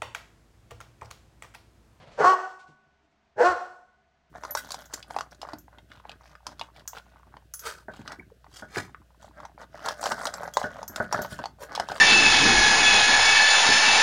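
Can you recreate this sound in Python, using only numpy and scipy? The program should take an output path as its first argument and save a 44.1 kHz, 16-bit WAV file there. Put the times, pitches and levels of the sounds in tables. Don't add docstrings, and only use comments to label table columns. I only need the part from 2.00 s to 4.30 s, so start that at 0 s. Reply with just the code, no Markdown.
import sys
import numpy as np
from scipy import signal
from scipy.fft import rfft, irfft, next_fast_len
from scipy.io import wavfile
from scipy.ndimage import map_coordinates

SR = 44100
rng = np.random.default_rng(int(sys.argv[2]) if len(sys.argv) > 2 else 0)


def boost(x):
    u = np.asarray(x, float) / 20
    return 10 ** u


def master_out(mix):
    frames = np.transpose(np.atleast_2d(mix))
    ceiling = np.clip(frames, -1, 1)
    pcm = np.round(ceiling * 32767).astype(np.int16)
    wavfile.write(sys.argv[1], SR, pcm)


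N = 101430


def unit(x):
    return x / np.sqrt(np.mean(x ** 2) + 1e-20)


def along(points, hz):
    point_hz, value = np.transpose(points)
    return np.interp(np.log(hz + 1), np.log(point_hz + 1), value)


def wobble(rate_hz, size):
    knots = rng.standard_normal(size // 20 + 4)
    return map_coordinates(knots, [np.arange(size) * rate_hz / SR])


def filtered(x, response):
    size = next_fast_len(len(x) + SR // 2)
    spectrum = rfft(x, size) * response(np.fft.rfftfreq(size, 1 / SR))
    return irfft(spectrum, size)[:len(x)]


def coloured(x, spectrum):
    return unit(filtered(x, lambda hz: boost(along(spectrum, hz))))


def resonances(peaks, f):
    return sum(boost(db) * (f * w) ** 2 / ((c * c - f * f) ** 2 + (f * w) ** 2) for c, w, db in peaks)


def house():
    # hz, width_hz, level_db
    hums = [(68, 12, -79), (150, 20, -85.5), (214.5, 4.2, -84), (400, 19, -83.5), (665.4, 10, -84.5),
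            (735, 18, -82.5)]
    # hz, db_per_hz
    air_colour = [(12, -23), (20, -6), (220, -9), (543, -16), (684, -3.5), (779, -9.5), (1920, -14),
                  (6620, -28.5), (9500, -46), (12400, -71.5), (20900, -120)]
    hum = 0
    for hz, width_hz, level_db in hums:
        noise = rng.standard_normal(N)
        hum = hum + boost(level_db) * unit(filtered(noise, lambda f: resonances([(hz, width_hz, 0)], f)))
    air_db = -71.5 + wobble(8, N) / 2
    return boost(air_db) * coloured(rng.standard_normal(N), air_colour) + hum


def scrape(strokes, spectrum):
    grains_per_s, rise_s, fade_t60_s = 900, 0.013, 0.19
    t = np.arange(N) / SR
    grains = rng.standard_normal(N) * (1 + 1.4 * (rng.random(N) < grains_per_s / SR))
    envelope = np.zeros(N)
    for start_s, length_s, level_db in strokes:
        rise = np.clip((t - start_s) / rise_s + 1, 0, 1)
        fade = boost(-60 * np.clip(t - start_s - length_s, 0, 9) / fade_t60_s)
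        envelope += boost(level_db) * rise * fade
    uneven = boost(1.5 * wobble(50, N))
    return envelope * uneven * coloured(grains, spectrum)


def paws():
    # start_s, length_s, level_db
    slide = [
        (0, 0.22, -53),
    ]
    # hz, db_per_hz
    slide_colour = [(24, -30.5), (40, -2.5), (203, -5), (343, -16.5), (415, -10.5), (668, -5.5),
                    (790, -11.5), (4400, -24), (12000, -50), (15600, -80.5), (22000, -120)]
    # start_s, length_s, level_db
    skids = [
        (.12, 0.15, -63.5),
        (.45, 0.064, -66),
        (0.599, 0.011, -62),
        (0.681, 0.021, -69.5),
        (1.036, 0.014, -84),
        (1.113, 0.0088, -82),
        (1.72, 0.035, -84),
    ]
    # hz, db_per_hz
    claw_colour = [(200, -6.5), (800, -5.5), (3000, 4.5), (7500, -4.5), (10000, -20.5), (14000, -52.5)]
    # start_s, peak_db, pitch_hz
    thumps = [
        (0.203, -35, 158),
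        (0.258, -46, 85),
        (0.683, -50, 150),
        (.86, -67, 150),
        (1.03, -67, 305),
        (1.114, -66, 297),
        (1.36, -48.5, 119.5),
        (1.489, -42, 72.3),
    ]
    # hz, db_per_hz
    pad_colour = [(40, -31), (100, -4.5), (250, 0.5), (500, -8.5), (1200, -24), (4000, -60.5)]
    thump_t60_s, rise_s = 0.22, 0.0038
    t = np.arange(N) / SR
    out = scrape(skids, claw_colour) + scrape(slide, slide_colour)
    for start_s, peak_db, pitch_hz in thumps:
        since_s = np.clip(t - start_s, 0, 9)
        envelope = boost(peak_db - 60 * since_s / thump_t60_s) * (1 - np.exp(-since_s / rise_s))
        puff = coloured(rng.standard_normal(N), pad_colour)
        out += envelope * (np.sin(2 * np.pi * pitch_hz * since_s) + 0.5 * puff)
    return out


def bark(rows, jaws_open):
    # hz, width_hz, level_db
    jaws_shut = [(495, 150, 7), (877.6, 73, 1.5), (1590, 320, -8), (2020, 330, -37)]
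    # hz, width_hz, level_db
    teeth = [(2730, 500, 2.5), (3300, 470, -2), (4320, 500, 3.5), (5330, 880, 0), (6190, 900, -2.5),
             (7660, 1400, -6.5), (12630, 3400, -34), (15000, 1800, -27)]
    pitch_scatter, half_pulse, rasp_db = 0.037, 0.25, 9.5
    air_db, air_opens_db = -25, 4.5
    knot_s, *columns = np.transpose(rows)
    t = np.arange(knot_s[0], knot_s[-1], 1 / SR)
    pitch_hz, level_db, rough, opening = [np.interp(t, knot_s, column) for column in columns]
    rough, opening = np.clip(rough, 0, 1), np.clip(opening, 0, 1)
    pitch_hz = pitch_hz * (1 + pitch_scatter * rough * wobble(150, len(t)))
    phase = 2 * np.pi * np.cumsum(pitch_hz) / SR

    k = np.arange(1, 33)[:, None] / 2
    shut_gain = resonances(jaws_shut, k * pitch_hz)
    open_gain = resonances(jaws_open, k * pitch_hz)
    gain = (1 - opening) * shut_gain + opening * open_gain
    strength = np.where(k % 1, half_pulse * rough, 1)
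    folds = (strength * gain * np.cos(k * phase + k ** 2)).sum(0)

    breath, rush = rng.standard_normal((2, len(t))) * (1 + 0.46 * np.cos(phase))
    rasp_shut = filtered(breath, lambda f: resonances(jaws_shut, f))
    rasp_open = filtered(breath, lambda f: resonances(jaws_open, f))
    rasp = (1 - opening) * rasp_shut + opening * rasp_open
    air = boost(air_db + air_opens_db * opening) * unit(filtered(rush, lambda f: resonances(teeth, f)))
    return knot_s[0], boost(level_db) * (unit(folds) + boost(rasp_db) * rough * unit(rasp) + air)


def hall(x):
    # hz, t60_s
    decay = [(150, 0.98), (350, 0.43), (750, 0.63), (1500, 0.53), (4000, 0.54), (10000, 0.76)]
    # hz, level_db
    far_colour = [(150, -5.5), (400, -4.5), (750, 0), (1500, 2), (4000, 0.5), (10000, -3)]
    # hz, level_db, t60_s
    flutter = [(739, -23, .7), (1123.5, -31.5, 0.82), (1469.2, -19, 0.79), (1474, -15, 0.76),
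               (1487, -22, 1.1)]
    near_t60_s, near_db = 0.09, -6
    far_db, far_delay_s, far_build_s = -12, 0.038, 0.039
    end_wall_s, end_wall_db = 0.14, -26
    t = np.arange(SR) / SR
    near = rng.standard_normal(SR) * boost(-60 * t / near_t60_s) * (t > 0.003)
    near = near / np.linalg.norm(near)

    bin_hz, frame_s, bins = signal.stft(rng.standard_normal(SR), SR, nperseg=256)
    far_level_db = along(far_colour, bin_hz)[:, None] - 60 * frame_s / along(decay, bin_hz)[:, None]
    far = signal.istft(bins * boost(far_level_db), SR, nperseg=256)[1][:SR]
    far = far * np.clip((t - far_delay_s) / far_build_s, 0, 1)

    echo = boost(near_db) * near + boost(far_db) * far / np.linalg.norm(far)
    for hz, level_db, t60_s in flutter:
        echo = echo + boost(level_db - 45 - 60 * t / t60_s) * np.sin(2 * np.pi * hz * t)
    echo = echo + boost(end_wall_db) * np.roll(near, round(end_wall_s * SR))
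    return np.pad(x, (0, SR - 1)) + signal.fftconvolve(x, echo)


def dog():
    # time_s, pitch_hz, level_db, roughness [0-1], mouth_opening [0-1]
    barks = [
        [(.176, 192.6, -39.5, 0.1, 0.2), (.2, 193.5, -21.5, 0.4, 0), (.214, 241.4, -22, 0.5, 0.2),
         (.232, 242.6, -25.5, 0.6, .4), (.245, 357.8, -17.5, 0.4, 0.5), (.262, 363.5, -18.5, 0.2, 0.88),
         (.3, 379.7, -19, 0.1, 0.8), (.34, 369.3, -27.5, 0.2, 1), (.375, 350, -67.5, 0.3, 0.4)],
        [(1.358, 198.6, -65, 0.4, 0), (1.385, 207.1, -33, 0.42, 0), (1.405, 215.8, -23, 0.37, .15),
         (1.422, 245.6, -19, 0.24, 0.05), (1.44, 350.6, -22, .4, 0.1), (1.458, 356.1, -19.5, 0.13, 0.94),
         (1.495, 370, -25, 0.2, 0.83), (1.522, 351, -29, 0.2, 0.9), (1.57, 277.2, -52, .3, 0.11)],
    ]
    # hz, width_hz, level_db
    open_throats = [
        [(370, 120, -3.5), (500, 50, -3.5), (765, 160, 7), (1120, 250, 5.5), (1500, 210, -3.5),
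         (1850, 140, -15), (2800, 690, -44), (4400, 390, -33.5)],
        [(370, 160, -9), (547, 50, 3), (744, 160, 2.5), (1110, 210, -1), (1370, 210, 1), (1800, 300, -18.5),
         (2680, 600, -29.5), (4160, 860, -29)],
    ]
    out = np.zeros(N + 2 * SR)
    for rows, jaws_open in zip(barks, open_throats):
        start_s, voice = bark(rows, jaws_open)
        wet = hall(voice)
        out[round(start_s * SR):][:len(wet)] += wet
    return out[:N]


def scene():
    return (dog() + paws() + house())[None]


def roll_off(x):
    return signal.sosfilt(signal.butter(12, 15760, fs=SR, output="sos"), x)


def record(dry):
    return roll_off(dry)


dry = scene()
out = record(dry)
master_out(out)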